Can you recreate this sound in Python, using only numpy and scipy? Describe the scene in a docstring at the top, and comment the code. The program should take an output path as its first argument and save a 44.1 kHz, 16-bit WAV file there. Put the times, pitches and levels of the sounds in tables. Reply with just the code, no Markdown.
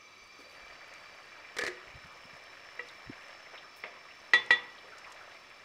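"""A small kitchen, one microphone by the stove: lentils simmer in a metal pot over a hissing gas burner.
In the first half second the lid slides off and the bubbling opens up, with plops and spits.
At 1.6 s a spatula clatters on a dish as it is picked up. It touches the pot, stirs, knocks the wall,
is rapped twice on the ringing rim from 4.3 s, and stirs again. Along the way the room answers
and the camera that carries the microphone takes a few soft bumps."""
import sys
import numpy as np
from scipy import signal
from scipy.fft import rfft, irfft, next_fast_len
from scipy.io import wavfile
from scipy.ndimage import map_coordinates

SR = 44100
rng = np.random.default_rng(int(sys.argv[2]) if len(sys.argv) > 2 else 0)


def put_to_file(sound):
    """Save the sound as 16-bit audio at rate SR, in the file named by the first command-line argument."""
    columns = np.atleast_2d(sound).T  # one column per channel
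    safe = np.clip(columns, -1, 1)
    whole_steps = np.round(safe * 32767)
    wavfile.write(sys.argv[1], SR, whole_steps.astype(np.int16))


N = 249142

# strokes of the spatula through the lentils: turn-over t/s, slosh level/dB, slosh centre f/Hz
STIRS = [(3.529, -49.5, 790), (5.309, -55.5, 1490)]


def amp(db):
    """Decibels to gain."""
    return 10 ** (np.asarray(db) / 20)


def unit(x):
    """x scaled to rms 1."""
    return x / np.sqrt(np.mean(x ** 2) + 1e-20)


def along(points, hz):
    """(f/Hz, value) points read on a log frequency axis."""
    f, v = np.transpose(points)
    return np.interp(np.log(hz + 1), np.log(f + 1), v)


def wobble(rate):
    """A smooth random curve, rate knots a second."""
    knots = rng.standard_normal(1024)
    return map_coordinates(knots, [np.arange(N) * rate / SR], mode="mirror")


def swell(top_s, half_s):
    """A bell curve in time that reaches 1 at top_s."""
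    return np.exp(-((np.arange(N) / SR - top_s) / half_s) ** 2)


def filtered(x, response):
    """x shaped by a gain that depends on frequency."""
    size = next_fast_len(len(x) + 8192)
    return irfft(rfft(x, size) * response(np.fft.rfftfreq(size, 1 / SR)), size)[:len(x)]


def noise(response, size):
    """Coloured noise of rms 1."""
    return unit(filtered(rng.standard_normal(size), response))


def add(track, s, sound):
    """Mix a sound into the track at time s."""
    part = track[round(s * SR):][:len(sound)]
    part += sound[:len(part)]


def ring(modes, t, scatter_db):
    """Damped modes (f/Hz, level/dB, t60/s), struck at slightly new strengths each time."""
    return sum(amp(db + scatter_db * rng.standard_normal() - 60 * t / t60) * np.sin(2 * np.pi * hz * t)
               for hz, db, t60 in modes)


def puffs(rows):
    """Noise bursts, quick to rise, slower to fade: t/s, level/dB, f/Hz, width/octaves, length/s."""
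    out, t = np.zeros(N), np.arange(SR // 4) / SR
    for s, db, centre, octaves, length in rows:
        band = noise(lambda hz: np.exp(-(np.log2((hz + 1) / centre) / octaves) ** 2 / 2), len(t))
        age = 2 * t / length
        add(out, s, amp(db) * age * np.exp(1 - age) * band)
    return out


def kitchen(x, build_s=0.012):
    """The small room's diffuse answer; the treble dies first."""
    # reverberation time: f/Hz, t60/s
    decay = [(150, 0.66), (500, 0.54), (2000, 0.47), (5000, 0.29), (12000, 0.19)]
    hz, t, spectra = signal.stft(rng.standard_normal(SR // 2), SR, nperseg=256)
    tail = signal.istft(spectra * amp(-60 * t / along(decay, hz)[:, None]), SR, nperseg=256)[1]
    tail *= 1 - np.exp(-(np.arange(len(tail)) / SR / build_s) ** 2)
    return signal.fftconvolve(x, tail / np.linalg.norm(tail))[:N]


def bumps(cycles=1.8, octaves=0.64):
    """Handling noise: dull bumps on the camera; the deeper, the longer."""
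    # soft bumps: t/s, level/dB, centre f/Hz
    thuds = [(.21, -68, 42), (.61, -66, 41.4), (.695, -67, 42.2), (1.87, -61, 70), (1.938, -48, 80),
             (2.041, -57, 112), (2.244, -55.5, 135), (2.33, -59, 120), (3.063, -51, 70),
             (3.094, -42.5, 200)]
    return puffs([(s, db, hz, octaves, cycles / hz) for s, db, hz in thuds])


def burner():
    """The flame rushes; the gas jet sings in narrow bands of noise."""
    # spectrum of the flame: f/Hz, relative level/dB
    flame = [(25, -21.5), (70, -7), (220, -8.5), (370, -2.5), (850, -6.5), (1240, 3.5), (1480, -9.5),
             (1850, -4), (2700, -4.5), (3200, -11.5), (4300, -13), (7000, -23), (9500, -30), (15500, -35)]
    # steady jet resonances: f/Hz, width/Hz, level/dB
    jet = [(3440, 180, -71.5), (3932, 74, -70.5), (6600, 110, -86.5), (6740, 110, -89), (7560, 180, -87.5)]
    # jet resonances that swell: f/Hz, width/Hz, resting level/dB, swell/dB, top t/s, half length/s
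    whistles = [(2335, 67, -66, 6.5, .2, 4.4), (4648, 120, -71.5, 7, 0.67, 0.64),
                (5312, 117, -72.5, 9.5, 3.4, 2.57), (6020, 83, -75, 7, .05, 0.57)]
    band = lambda centre, width: noise(lambda hz: 1 / (1 + ((hz - centre) / width * 1.32) ** 2), N)
    flutter_db = lambda: .6 * wobble(11)
    rush = amp(-58 + flutter_db()) * noise(lambda hz: amp(along(flame, hz)), N)
    steady = sum(amp(db) * band(hz, width) for hz, width, db in jet)
    shifting = sum(amp(db + swell_db * swell(top_s, half_s) + flutter_db()) * band(hz, width)
                   for hz, width, db, swell_db, top_s, half_s in whistles)
    return rush + steady + shifting


def swish():
    """A brief, thin, high swish, like a sleeve brushing."""
    # t/s, level/dB, centre f/Hz, width/octaves, length/s
    brush = [(3.76, -61.5, 9700, 2, .026)]
    return puffs(brush)


def lid():
    """The lid slides off the rim and steam escapes."""
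    # scrapes and steam: t/s, level/dB, centre f/Hz, width/octaves, length/s
    slide = [(.38, -63, 1500, 1.6, 0.045), (.385, -54, 395, 0.47, 0.02), (.45, -58.5, 520, 0.15, 0.037),
             (.48, -75, 9400, 0.43, 0.068)]
    return puffs(slide)


def boil_level(open_db=-55):
    """Bubbling in dB: muffled until the lid is off; each stroke makes it flare, then calms it."""
    lid_off_s, lift_s, muffle_db = 0.59, 0.55, 28
    flare_db, lead_s = 3, 0.21
    lull_db, onset_s, recover_s = 5, 0.1, 0.87
    t = np.arange(N) / SR
    db = open_db - muffle_db * np.clip((lid_off_s - t) / lift_s, 0, 1)
    for s, _, _ in STIRS:
        age = np.maximum(t - s, 0)
        flare = swell(s - lead_s, half_s=0.14)  # pushing frees trapped steam
        lull = (1 - np.exp(-age / onset_s)) * np.exp(-age / recover_s)  # cooler lentils come to the top
        db += flare_db * flare - lull_db * lull
    return db


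def bubbles(count, spread_db, cycles):
    """Small bubbles burst at random, each a short chirp that rises as it dies."""
    when, pitch, strength = rng.random((count, 3)).T[:, :, None]
    t = np.arange(256) / SR
    hz = 600 * 14 ** pitch
    age = t * hz / cycles
    gain = amp(-spread_db * np.log(strength * .98 + .02)) * np.sqrt(hz)
    glide = 1 + .03 * np.minimum(age, 2)
    pops = gain * np.sin(2 * np.pi * hz * t * glide) * np.exp(-3 * age)
    at = (when * N).astype(int) + np.arange(len(t))
    return unit(np.bincount(at.ravel(), pops.ravel(), N)[:N])


def simmer(sizzle_db=-82):
    """Bursting bubbles over a fine froth, coloured by the pot; droplets sizzle on its hot wall."""
    # response of the open pot: f/Hz, relative level/dB
    colour = [(120, -13), (330, -22), (550, -0.3), (850, -8), (1200, -4.5), (1480, -4), (1800, 2),
              (2400, -6), (2900, -4.5), (3600, -16.5), (4500, -15), (6000, -16.5), (9000, -30),
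              (15500, -38)]
    froth = bubbles(count=12000, spread_db=3.5, cycles=6) + .7 * rng.standard_normal(N)
    surge = amp(.45 * wobble(22))
    broth = amp(boil_level()) * surge * unit(filtered(froth, lambda hz: amp(along(colour, hz))))
    droplets = rng.standard_normal(N) * amp(5.7 * wobble(150) + 2.2 * wobble(6.15))
    sizzle = unit(filtered(droplets, lambda hz: np.exp(-np.log2((hz + 1) / 8000) ** 2 * 2)))
    return broth + amp(sizzle_db) * sizzle


def stray_plops(count, above_db=2.5, spread_db=0.5, usual_hz=1810, spread_octaves=0.51):
    """Lesser bubbles plop at random, as strongly as the pot boils: t/s, level/dB, f/Hz."""
    starts, boil_db = rng.integers(N, size=count), boil_level()
    scatter = rng.standard_normal((count, 2))
    return [(i / SR, boil_db[i] + above_db - spread_db * soft, usual_hz * 2 ** (spread_octaves * pitch))
            for i, (soft, pitch) in zip(starts, scatter)]


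def pot_sounds():
    """Short sounds from the pot: plops, spits, the slosh of each stroke and the low body of one knock."""
    # plops and, at 3.83 s, the low body of the spatula's dull knock: t/s, level/dB, centre f/Hz
    plops_and_knock = [(3.126, -49.5, 1950), (3.576, -48, 3200), (3.83, -53, 620), (4.105, -52, 2500),
                       (4.826, -60, 473), (5.04, -49, 2240), (5.355, -54, 2100)]
    # droplets that spit on the hot wall: t/s, level/dB
    droplets = [(.937, -57), (2.884, -55), (3.281, -61), (4.46, -57), (4.982, -53), (5.121, -50.5)]
    pitched_octaves, pitched_cycles = .22, 33
    spit_hz, spit_octaves, spit_s = 5460, 0.52, 0.0041
    slosh_octaves, slosh_s = 1.02, 0.029
    pitched = [(s, db, hz, pitched_octaves, pitched_cycles / hz)
               for s, db, hz in plops_and_knock + stray_plops(count=24)]
    spits = [(s, db, spit_hz, spit_octaves, spit_s) for s, db in droplets]
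    sloshes = [(s, db, hz, slosh_octaves, slosh_s) for s, db, hz in STIRS]
    return puffs(pitched + spits + sloshes)


def clatter(rise_s=0.0022, landing_db=-3, click_t60=.035):
    """The spatula rocks on a dish as it is picked up: its edge clicks, its flat rings the dish."""
    # contacts: t/s, click level/dB, dish level/dB, lag until the flat lands/s
    contacts = [(1.5673, -34.5, -35, 0.0024), (1.586, -26, -27, 0.0037), (1.611, -31.5, -25.5, .0065),
                (1.637, -29, -32, .011), (1.665, -29, -37, .007), (1.678, -33, -41, 0.004)]
    # modes of the dish: f/Hz, level/dB, t60/s
    dish = [(362, -18, .1), (453, -10, .08), (492, -7, .1), (1230, -11, .05), (1735, -4, .1),
            (1905, -2, .06), (2035, -2, .04), (2190, -5, .035), (2325, -7, .05)]
    # spectrum of a dry click: f/Hz, relative level/dB
    colour = [(100, -47), (280, -4), (420, 11), (900, -9), (2000, 7.5), (3200, -7), (4500, -3.5),
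              (6000, -10), (8000, -14.5), (11000, -25), (15500, -44)]
    out, t = np.zeros(N), np.arange(SR // 2) / SR
    click = lambda db: amp(db - 60 * t / click_t60) * noise(lambda hz: amp(along(colour, hz)), len(t))
    for s, click_db, dish_db, lag_s in contacts:
        add(out, s, click(click_db))
        body = amp(dish_db) * ring(dish, t, scatter_db=1.5) * (1 - np.exp(-t / rise_s))
        landing = click(click_db + landing_db) + body
        add(out, s + lag_s + rng.uniform(-.001, 0.00108), landing)
    # freed by the last contact, the dish hums in its lowest mode
    hum_hz, hum_db, hum_t60, hum_rise_s = 358.6, -33, 0.22, .008
    hum = amp(hum_db - 60 * t / hum_t60) * np.sin(2 * np.pi * hum_hz * t)
    add(out, contacts[-1][0], hum * (1 - np.exp(-t / hum_rise_s)))
    return out


def overtones(count, t60, fall_db):
    """The pot's crowded upper modes, weaker and shorter with each octave: f/Hz, level/dB, t60/s."""
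    octaves = 1.8 * (np.arange(count) + rng.random(count)) / count
    return [(4400 * 2 ** up, -fall_db * up ** 2.7, t60 / (1 + .45 * up)) for up in octaves]


def pot_blows(attack_s=0.00098, overtone_db=-34.5):
    """Wood strikes the pot, rebounds, then settles on the metal and damps it: the ring and the knock."""
    # modes of the pot: f/Hz, level at the rim/dB, free t60/s, t60 under the spatula/s, wall gain/dB
    pot = [(205, -37, .35, .35, 0), (364, -28, .35, .35, -3), (488, -22.5, .22, .2, 12),
           (975, -17, .05, .05, 0), (1281, -14.5, .16, .15, 1), (1762, -24, .2, .15, 0),
           (1941, -3.5, .8, .055, 0), (1950, 3, .035, .035, 0), (2235, -14, .05, .05, 0),
           (2349, -8.5, .1, .1, 2), (2755, -16, .14, .12, 8), (3267, -18.5, .2, .14, 0),
           (3484, -14.5, 1.2, .18, -12), (3958, -13.5, .16, .14, 0), (4370, -27, .09, .09, 0),
           (5030, -24, .07, .07, 0), (6400, -31, .16, .12, 0), (7010, -30, .08, .08, 0),
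           (7900, -33, .09, .09, 0)]
    # blows: t/s, ring level/dB, place (0 rim, 1 wall), knock level/dB, contact cutoff f/Hz,
    # free ringing/s, knock t60/s
    blows = [(2.7929, -32, 1, -50, 2600, 0.0038, 0.13), (3.8367, -53, 0.89, -34.5, 2420, .01, 0.087),
             (4.3342, -14.5, 0, -19.5, 6500, 0.028, 0.059), (4.506, -15, 0.18, -16.5, 5000, 0.033, 0.028)]
    # spectrum of the wooden knock: f/Hz, relative level/dB
    colour = [(30, -42), (90, -22), (160, -15.5), (330, -9.5), (470, -3), (680, -7.5), (1000, 1.5),
              (1270, -0.5), (1500, -7), (2100, 4.5), (3000, -3), (4200, -5.5), (6000, -16), (15000, -37)]
    metal, wood, t = np.zeros(N), np.zeros(N), np.arange(SR // 2) / SR
    rise = 1 - np.exp(-(t / attack_s) ** 2)
    upper = overtones(count=56, t60=0.15, fall_db=5.5)
    for s, ring_db, place, knock_db, cutoff_hz, free_s, knock_t60 in blows:
        contact = lambda hz: 1 / np.sqrt(1 + (hz / cutoff_hz) ** 6)
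        free = np.minimum(t, free_s)
        for hz, db, free_t60, held_t60, wall_db in pot:
            fade_db = 60 * (free / free_t60 + (t - free) / held_t60)
            level = amp(ring_db + db + wall_db * place - fade_db)
            add(metal, s, contact(hz) * level * rise * np.sin(2 * np.pi * hz * t))
        shimmer = contact(4900) * ring(upper, t, scatter_db=0.5)  # only a hard contact reaches these
        add(metal, s, amp(knock_db + overtone_db) * rise * shimmer)
        knock = noise(lambda hz: amp(along(colour, hz)) * contact(hz), len(t))
        add(wood, s, amp(knock_db - 60 * t / knock_t60) * rise * knock)
    return metal, wood


def scene():
    """Stove and utensils at one microphone, the room well behind them."""
    metal, wood = pot_blows()
    rattle = clatter()
    small_sounds = pot_sounds() + swish() + lid()
    room = amp(-19) * kitchen(metal) + amp(-9) * kitchen(wood)
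    room += amp(-13.5) * kitchen(rattle + small_sounds)
    direct = burner() + simmer() + metal + wood + rattle + small_sounds
    return (direct + bumps() + room)[None]


def record(dry, top_hz=15750):
    """The camera keeps nothing above its band limit."""
    return np.array([filtered(channel, lambda hz: hz < top_hz) for channel in dry])


dry = scene()
out = record(dry)
put_to_file(out)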